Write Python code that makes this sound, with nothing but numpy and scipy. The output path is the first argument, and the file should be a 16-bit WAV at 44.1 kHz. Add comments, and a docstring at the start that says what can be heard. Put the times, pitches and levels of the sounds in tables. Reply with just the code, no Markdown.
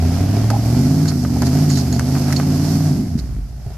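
"""Rock crawler on a stony ledge

A V8 rock crawler works its way up a stony ledge outdoors, built from firing pulses, tones and noise.
The throttle swells three times, holds, then shuts: the exhaust pops and sinks to a low idle.
The cooling fan hisses with the revs; struck resonances make stones knock under the tyres and
steel clink; bursts of grains and noise make rock crack, gravel crunch, steel scrape and rubber judder."""
import sys
import numpy as np
from scipy import signal
from scipy.fft import rfft, irfft, next_fast_len
from scipy.io import wavfile

SR = 44100
rng = np.random.default_rng(int(sys.argv[2]) if len(sys.argv) > 2 else 0)


def transcribe(signal):
    """Save signal, clipped to [-1, 1], as a 16-bit WAV file at the path in sys.argv[1]."""
    frames = np.atleast_2d(signal).T
    limited = np.clip(frames, -1, 1)
    pcm = np.round(limited * 32767).astype(np.int16)
    wavfile.write(sys.argv[1], SR, pcm)


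N = 166257
T = np.arange(N) / SR
SIZE = next_fast_len(N + SR // 2, real=True) // 2 * 2   # even FFT length with room for filter tails
HZ = np.maximum(np.arange(SIZE // 2 + 1) * SR / SIZE, 1)

# Levels and spectra are relative: the gains below and each function's own scaling act on them too.
# likeness of the two sides: (frequency [Hz], left-right correlation)
LIKENESS = [(60, 0.91), (150, 0.85), (260, 0.77), (500, 0.81), (1000, 0.82), (2000, 0.61), (4000, 0.051),
            (13000, 0.014)]
# colour of the microphone pair: (frequency [Hz], left minus right [dB])
BALANCE_DB = [(100, -.5), (260, -1), (430, -2), (700, -2.5), (1140, -1.5), (2000, .5), (3000, .5),
              (4000, -5), (5000, -9), (6200, -6), (8000, -1), (10000, 4.5), (12500, -.5)]
CUTOFF_HZ = 13250
# scattered echoes from the rocks
ECHO_DB, ECHO_T60_S = -9, .06

# chassis rumble, its spectrum: (frequency [Hz], level [dB])
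RUMBLE_SPECTRUM = [(15, -37), (28, -25), (45, 4), (70, 8), (130, 4), (200, -5), (400, -29), (1200, -31.5),
                   (5000, -42)]
# chassis rumble over time: (time [s], level [dB])
RUMBLE_LEVEL = [(0, -34), (1.5, -37), (3.0, -36), (3.33, -27.5), (3.52, -33.5), (3.77, -32)]

# gravel crunches under the tread: (time [s], length [s], level [dB])
CRUNCHES = [(1.047, 0.1, -40), (2.145, .04, -35), (2.263, 0.07, -35)]
# spectrum of the gravel: (frequency [Hz], level [dB])
GRAVEL_SPECTRUM = [(400, -16), (900, 9.5), (1400, 8.5), (2300, 2.5), (3500, -12), (6000, -21), (13000, -33)]
GRAINS_PER_S = 800
# rubber judders over the rock: (time [s], length [s], level [dB], pitch [Hz])
RUBS = [(0.029, 0.027, -40.5, 780), (0.502, 0.072, -26, 792), (1.356, 0.02, -28, 766)]
RUB_SLIPS_PER_S, RUB_T60_S = 37, 0.034
# steel scrapes on the rock: (time [s], length [s], level [dB])
SCRAPES = [(1.07, 0.038, -50.5), (1.45, 0.032, -54), (1.675, 0.15, -51), (1.936, .025, -57),
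           (2.357, 0.015, -50.5), (3.175, 0.03, -58.5)]
# ringing modes of the steel: (frequency [Hz], level [dB], T60 [s])
STEEL_MODES = [(4080, -12, .04), (4410, 0, .09), (4820, -8, .04), (5700, -7, .02), (6730, -1, .07),
               (7370, -10, .04), (10500, -15, .05)]
# spectrum of the grit in the scrapes: (frequency [Hz], level [dB])
GRIT_SPECTRUM = [(2000, -12.5), (3600, -5.5), (4400, 8), (6000, 2.5), (7500, -6.5), (10000, -10.5),
                 (13000, -10)]
GRIT_PER_S, SCRAPE_RING_GAIN, SCRAPE_GRIT_DB = 1500, 1.8, 25.5
# steel clinks: (time [s], level [dB])
CLINKS = [(1.082, -30), (1.469, -35), (1.7, -28), (1.728, -32), (1.775, -29), (1.927, -31), (1.962, -33),
          (2.364, -29.5), (3.192, -39)]
CLINK_SPREAD_DB = 4.8   # chance in each mode of each clink
# rock cracks and crunches: (time [s], level [dB], decay time constant [s])
CRACKS = [(0.502, -24, 0.0092), (1.056, -28, 0.004), (1.4206, -15, 0.002), (1.466, -26, 0.01),
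          (1.701, -23, 0.004), (1.773, -27, 0.0062), (1.927, -23, 0.0015), (1.9948, -16, 0.002),
          (2.325, -18.5, 0.004), (2.331, -24, .002), (2.364, -25, 0.003), (3.188, -40.5, .01)]
# spectrum of breaking rock: (frequency [Hz], level [dB])
CRACK_SPECTRUM = [(400, -75), (1000, 8.5), (2200, 12), (3300, -7.5), (4800, 14.5), (7000, 7), (10000, 2),
                  (13000, 0)]
# stones knock under the tyres: (time [s], level [dB], pitch [Hz])
KNOCKS = [(.503, -14, 1270), (.511, -17, 836), (.749, -19.5, 850), (1.056, -26.5, 1520),
          (1.25, -17.5, 1200), (1.4207, -10.5, 1050), (1.428, -18, 1350), (1.434, -20.5, 1370),
          (1.9953, -13.5, 1480), (2.01, -23, 1170), (2.152, -23, 1150), (2.325, -23, 1190),
          (2.3993, -11.5, 1170), (2.423, -26, 1320)]
# ringing modes of a stone: (multiple of its pitch, level [dB], T60 [s])
STONE_MODES = [(.3, -12, .016), (.55, -8, .014), (.76, -3.5, .017), (1, 0, .016), (1.25, -6, .012),
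               (1.6, -13, .008), (2.15, -20, .005)]
KNOCK_DB, KNOCK_GRIT, KNOCK_GRIT_DECAY_S = -4, .04, .006

# suspension thumps: (time [s], level [dB])
THUMPS = [(3.662, -17)]
THUMP_HZ, THUMP_T60_S = 118, 0.099
# exhaust pops: (time [s], level [dB])
POPS = [(2.745, -13), (2.776, -12), (2.907, -12), (2.959, -13), (2.996, -10.5), (3.067, -13.5),
        (3.152, -10)]
# ringing modes of the pipe after a pop: (frequency [Hz], level [dB], T60 [s])
POP_MODES = [(156, 4, 0.031), (245, 1.5, 0.049)]
BLOW_SOFT_HZ = 388   # softens pops and thumps alike

# engine speed: (time [s], firing rate [1/s])
FIRING = [(0, 84), (.1, 86), (.42, 109), (.66, 113), (.96, 149), (1.03, 154), (1.1, 151), (1.24, 127),
          (1.32, 120), (1.45, 128), (1.6, 147), (1.67, 149), (1.88, 123), (1.94, 121), (2.09, 137),
          (2.35, 139), (2.44, 145), (2.6, 147), (2.72, 156), (2.87, 151), (2.98, 134), (3.09, 92),
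          (3.2, 65), (3.41, 45), (3.53, 58), (3.77, 56)]
# the eight cylinders in firing order: (strength [dB], lateness [firing intervals])
CYLINDERS = [(-3, 0.027), (0.5, 0.144), (7.5, 0.027), (-2, 0.042), (3, 0.215), (-0.5, 0.033), (-3, 0.15),
             (4, 0.064)]
UNEVEN_DB, JITTER_S = 2.8, 0.00014   # chance from firing to firing
# gas rasp and fan hiss over time: (time [s], rasp level [dB], hiss level [dB])
FLOW = [(0, -40.5, -40), (.12, -38.5, -36), (.3, -38.5, -37.5), (.63, -40.5, -37), (.8, -40, -34),
        (1.0, -41.5, -35.5), (1.2, -48, -38), (1.36, -42.5, -37), (1.58, -38, -32.5), (1.75, -42.5, -35),
        (1.92, -42.5, -37.5), (2.1, -40.5, -35), (2.3, -39, -33.5), (2.45, -40.5, -35.5), (2.57, -40, -34),
        (2.73, -41, -33.5), (2.9, -43.5, -37), (3.12, -51, -45), (3.4, -63, -54.5), (3.77, -52, -51.5)]
FLOW_WAVER_DB = .7   # gas and fan flutter together
# spectrum of the fan hiss: (frequency [Hz], level [dB])
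HISS_SPECTRUM = [(1500, -0.5), (2800, -29), (3600, -8), (4400, 4), (5200, 7), (6200, 3), (7300, -0.5),
                 (9000, -5), (10500, -4.5), (12000, 0), (13200, -4)]
HISS_DB, HISS_THROB = 2, 0.11
# spectrum of the gas rasp: (frequency [Hz], level [dB])
RASP_SPECTRUM = [(200, -2), (400, 1.5), (520, 9), (700, 13.5), (1000, 1), (1500, -2), (2200, -2.5),
                 (3200, -4.5), (5000, -10.5), (13000, -55)]
RASP_DB, RASP_SHARPNESS, RASP_STEADY = 5.5, 0.7, 7.2
# ring of the silencer shell: (frequency [Hz], level [dB])
BARK_SPECTRUM = [(200, -70), (320, -12.5), (390, 7), (500, -6.5), (600, -6.5), (690, 7.5), (800, -5),
                 (1000, -22), (2000, -33.5), (5000, -40)]
BARK_DB = 4.5
# overtones and burble of the exhaust over time: (time [s], level [dB])
THROB = [(0, -21), (.35, -21), (.7, -22.5), (.77, -16.5), (.87, -19), (1.08, -19.5), (1.25, -21.5),
         (1.6, -19.5), (1.9, -22), (2.2, -21), (2.55, -20.5), (2.9, -22), (3.03, -21.5), (3.12, -26),
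         (3.17, -25), (3.22, -29), (3.4, -32), (3.52, -42), (3.77, -42)]
THROB_DB, BURBLE_DB = -1, -6.5   # gains of the overtones and of the burble
# resonances of the exhaust pipe: (frequency [Hz], level [dB])
PIPE_SPECTRUM = [(30, -20), (60, -8), (100, -8), (140, 0.5), (170, -1), (205, -4.5), (235, 0), (257, 2),
                 (285, -0.5), (325, -9.5), (380, -9), (470, -21), (700, -27.5), (1000, -41), (2000, -32),
                 (5000, -81)]
TAILPIPE_HZ, TAILPIPE_WIDTH_HZ, TAILPIPE_DB = 251, 15, 2.5   # its sharpest resonance
# overtones of the exhaust: (multiple of the engine cycle, level [dB])
OVERTONES = [(3, -9.5), (4, -14), (6, -14), (7, -11), (9, -9.5), (10, -9.5), (11, -5), (12, -15),
             (13, -11.5), (14, -7), (15, -7), (16, -7), (17, -12.5), (18, -12), (19, -12.5), (20, -11.5),
             (21, -11), (24, -8)]
OVERTONE_WAVER_DB = 2.2
SPREAD = .19   # staggers the overtones so that they do not pile into one lump per cycle
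# clean boom of the tailpipe: (time [s], firing tone level [dB], bank beat level [dB])
BOOM = [(0, -16.5, -35), (.4, -15.3, -33), (.68, -17, -27), (.85, -17, -24.5), (1.05, -16, -22.5),
        (1.27, -21, -25), (1.45, -20, -21.5), (1.65, -14.5, -24), (1.88, -21.5, -24), (2.2, -18.3, -25),
        (2.6, -18.3, -24), (2.9, -17, -24), (3.02, -29, -36), (3.11, -25, -40), (3.2, -27, -45),
        (3.37, -24, -50), (3.5, -31, -52), (3.77, -32, -52)]
BANK_ORDER = 5   # bank beat, as a multiple of the engine cycle
BOOM_WAVER_DB, STEADY_FIRINGS_PER_S = 1, 140   # the slower the engine, the more it stumbles


def amp(db):
    """Decibels to gain."""
    return 10 ** (np.asarray(db) / 20)


def unit(x):
    """Scale to rms 1."""
    return x / np.sqrt(np.mean(x ** 2) + 1e-20)


def in_time(rows):
    """Each column of a curve, at every sample."""
    s, *columns = np.transpose(rows)
    return [np.interp(T, s, c) for c in columns]


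def per_hz(points):
    """A table over frequency, at every FFT bin."""
    hz, value = np.transpose(points)
    return np.interp(np.log(HZ), np.log(hz), value)


def filtered(x, gain):
    """Apply a gain per frequency."""
    return irfft(rfft(x, SIZE) * gain, SIZE)[..., :N]


def colour(x, points):
    """Causal (minimum-phase) filter with the given spectrum."""
    cepstrum = irfft(np.log(amp(per_hz(points))))
    # folding the cepstrum onto positive time makes the filter minimum-phase
    cepstrum[1:SIZE // 2] *= 2
    cepstrum[SIZE // 2 + 1:] = 0
    return filtered(x, np.exp(rfft(cepstrum)))


def drift(rate_hz):
    """Random wavering of rms 1, mostly slower than the given rate."""
    return unit(filtered(rng.standard_normal(N), 1 / (1 + (HZ / rate_hz) ** 2)))


def widen(mid, side):
    """Left and right, alike in the bass and nearly unrelated in the treble."""
    alike = np.clip(per_hz(LIKENESS), 0, .999)
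    shared = filtered(mid, np.sqrt((1 + alike) / 2))
    opposed = filtered(side, np.sqrt((1 - alike) / 2))
    return shared + opposed * [[1], [-1]]


def noise(spectrum):
    """Coloured stereo noise of rms 1."""
    return unit(colour(widen(*rng.standard_normal((2, N))), spectrum))


def ring(x, hz, t60):
    """A two-pole resonance: a unit click sets a decaying sine of starting height 1 ringing."""
    r, w = amp(-60 / (t60 * SR)), 2 * np.pi * hz / SR
    return signal.lfilter([0, np.sin(w)], [1, -2 * r * np.cos(w), r * r], x + 1e-18)


def clicks(s, size):
    """A click of the given size at each time."""
    return np.bincount(np.clip(np.asarray(s) * SR, 0, N).astype(int), size, N + 1)[:N]


def grains(per_s):
    """Tiny clicks at random moments, different on each side; rms 1."""
    return unit((rng.random((2, N)) < per_s / SR) * rng.standard_normal((2, N)))


def swell(s, length):
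    """A rounded rise and fall."""
    return np.sqrt(np.maximum(1 - (2 * (T - s) / length - 1) ** 2, 0))


def swells(rows):
    """The sum of rounded swells, each at its own level."""
    return sum(amp(db) * swell(s, length) for s, length, db in rows)


def dying(s, decay_s):
    """An envelope that starts at s and dies away exponentially."""
    return (T >= s) * np.exp(-np.minimum(np.abs(T - s) / decay_s, 20))


def ledge(x):
    """Short scattered echoes from the rocks, different on each side."""
    tail = rng.standard_normal((2, N)) * amp(-60 * np.minimum(T / ECHO_T60_S, 2))
    return x + amp(ECHO_DB) * filtered(x, rfft(unit(tail) / np.sqrt(N), SIZE))


def chassis_rumble():
    """Low coloured noise from the chassis, under its own level curve."""
    level_db, = in_time(RUMBLE_LEVEL)
    return amp(level_db) * noise(RUMBLE_SPECTRUM)


def crunches():
    """A shower of small grains of gravel under the tread."""
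    gravel = unit(colour(widen(*grains(GRAINS_PER_S)), GRAVEL_SPECTRUM))
    return gravel * swells(CRUNCHES)


def rubs():
    """The tread sticks and slips, in short rough chirps of resonant noise."""
    out = 0
    for s, length, db, hz in RUBS:
        slips = 0.38 + np.abs(np.sin(np.pi * RUB_SLIPS_PER_S * (T - s + 0.0022)))
        rubber = unit(ring(rng.standard_normal(N), hz, RUB_T60_S))
        out = out + amp(db) * swell(s, length) * slips * rubber
    return out


def scrapes():
    """Friction breaks off single grains of grit, and each sets the steel ringing."""
    rub = grains(GRIT_PER_S) * swells(SCRAPES)
    # dividing by the root of the ring time keeps long modes from growing too loud
    steel = sum(amp(db) * ring(rub, hz, t60) / np.sqrt(t60 * SR) for hz, db, t60 in STEEL_MODES)
    return SCRAPE_RING_GAIN * steel + amp(SCRAPE_GRIT_DB) * colour(rub, GRIT_SPECTRUM)


def clinks():
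    """The same steel, tapped by loose stones that excite its modes unevenly."""
    s, db = np.transpose(CLINKS)
    out = 0
    for hz, level, t60 in STEEL_MODES:
        chance_db = rng.normal(0, CLINK_SPREAD_DB, len(s))
        out = out + ring(clicks(s, amp(db + level + chance_db)), hz, t60)
    return out


def cracks():
    """Bright, grainy bursts of breaking rock: roughened noise that dies away fast."""
    grain = unit(amp(3 * drift(750)))
    bursts = sum(amp(db) * dying(s, decay) for s, db, decay in CRACKS)
    return noise(CRACK_SPECTRUM) * grain * bursts


def knocks():
    """Each stone is struck once, grinds briefly as it settles, and rings in its modes."""
    out, t = np.zeros(N + SR), T[:SR // 8]
    for s, db, hz in KNOCKS:
        grind = KNOCK_GRIT * rng.standard_normal(len(t)) * np.exp(-t / KNOCK_GRIT_DECAY_S)
        force = (t == 0) + grind
        stone = sum(amp(level) * ring(force, hz * ratio, t60) for ratio, level, t60 in STONE_MODES)
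        i = int(s * SR)
        out[i:i + len(t)] += amp(db + KNOCK_DB) * stone
    return out[:N]


def thuds(rows, hz, t60):
    """Soft blows that ring for a few low cycles."""
    s, db = np.transpose(rows)
    soften = 1 / (1 + 1j * HZ / BLOW_SOFT_HZ - (HZ / BLOW_SOFT_HZ) ** 2)   # second-order low-pass
    return filtered(ring(clicks(s, amp(db)), hz, t60), soften)


def pops():
    """Unburnt fuel fires in the pipe and sets its modes ringing in opposite polarity."""
    out = 0
    for k, (hz, db, t60) in enumerate(POP_MODES):
        out = out + (-1) ** (k + 1) * amp(db) * thuds(POPS, hz, t60)
    return out


def firings(turns):
    """One pulse per firing, set by its cylinder; and how much stronger or weaker each burn is."""
    k = np.arange(int(turns[-1]))
    db, late = np.transpose(CYLINDERS)[:, k % len(CYLINDERS)]
    time_chance, burn_chance = rng.standard_normal((2, len(k)))
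    s = np.interp(k + late, turns, T) + JITTER_S * time_chance
    pulses = clicks(s, amp(db + UNEVEN_DB * burn_chance))
    misburns = clicks(s, np.tanh(burn_chance))
    return pulses, misburns


def fan_and_gas(pulses, bark):
    """Fan hiss and gas rasp are noise swelling with each exhaust puff; the silencer bark joins the rasp."""
    rasp_db, hiss_db = np.array(in_time(FLOW)) + FLOW_WAVER_DB * drift(10)
    # smoothing the pulses at 130 Hz turns them into puffs
    puffs = unit(np.abs(filtered(pulses, 1 / (1 + 1j * HZ / 130) ** 2)) + 1e-9)
    fan = noise(HISS_SPECTRUM) * unit(1 + HISS_THROB * puffs)
    gas = noise(RASP_SPECTRUM) * unit(puffs ** RASP_SHARPNESS + RASP_STEADY)
    rasp = amp(BARK_DB) * bark + amp(RASP_DB) * gas
    return amp(hiss_db + HISS_DB) * fan + amp(rasp_db) * rasp


def overtones(turns, rate):
    """Multiples of the eight-cylinder cycle swell as they glide through the pipe's resonances."""
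    out = 0
    tailpipe_db = TAILPIPE_DB / (1 + ((HZ - TAILPIPE_HZ) / TAILPIPE_WIDTH_HZ) ** 2)
    pipe_db = per_hz(PIPE_SPECTRUM) + tailpipe_db
    for order, db in OVERTONES:
        ratio = order / len(CYLINDERS)
        level = db + np.interp(ratio * rate, HZ, pipe_db) + OVERTONE_WAVER_DB * drift(6)
        out = out + amp(level) * np.cos(2 * np.pi * (ratio * turns + SPREAD * order * order))
    return np.sqrt(2) * out


def boom(turns, rate):
    """The firing tone, and the lower beat of the two unevenly firing banks."""
    tone_db, bank_db = in_time(BOOM)
    waver_db = BOOM_WAVER_DB * STEADY_FIRINGS_PER_S / rate
    tone = amp(tone_db + waver_db * drift(9)) * np.cos(2 * np.pi * turns)
    bank_turns = turns * BANK_ORDER / len(CYLINDERS)
    bank = amp(bank_db + waver_db * drift(9)) * np.cos(2 * np.pi * bank_turns)
    return np.sqrt(2) * (tone + bank)


def engine():
    """Firing pulses ring in the exhaust and puff out gas, over the boom, overtones and fan."""
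    rate, = in_time(FIRING)
    turns = np.cumsum(rate) / SR   # firings so far
    throb_db, = in_time(THROB)
    pulses, misburns = firings(turns)
    scatter = rng.standard_normal(N)   # the side signal of both burble and bark
    burble = unit(colour(widen(unit(misburns / np.sqrt(rate)), scatter), PIPE_SPECTRUM))
    bark = unit(colour(widen(unit(pulses / np.sqrt(rate)), scatter), BARK_SPECTRUM))
    tones = boom(turns, rate) + amp(throb_db + THROB_DB) * overtones(turns, rate)
    return tones + amp(throb_db + BURBLE_DB) * burble + fan_and_gas(pulses, bark)


def scene():
    """Stones and steel under the tyres with their echoes, and the vehicle over them."""
    ground = ledge(crunches() + rubs() + scrapes() + clinks() + cracks() + knocks())
    thumps = thuds(THUMPS, THUMP_HZ, THUMP_T60_S)
    return chassis_rumble() + ground + thumps + pops() + engine()


def record(dry):
    """The two microphones differ in colour; the top is cut."""
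    tilt = amp(per_hz(BALANCE_DB) * [[.5], [-.5]])
    even_tilt = tilt / np.sqrt(np.mean(tilt ** 2, axis=0))   # keeps the mean power of the two sides
    top_cut = 1 / np.sqrt(1 + (HZ / CUTOFF_HZ) ** 240)
    return filtered(dry, even_tilt * top_cut)


dry = scene()
out = record(dry)
transcribe(out)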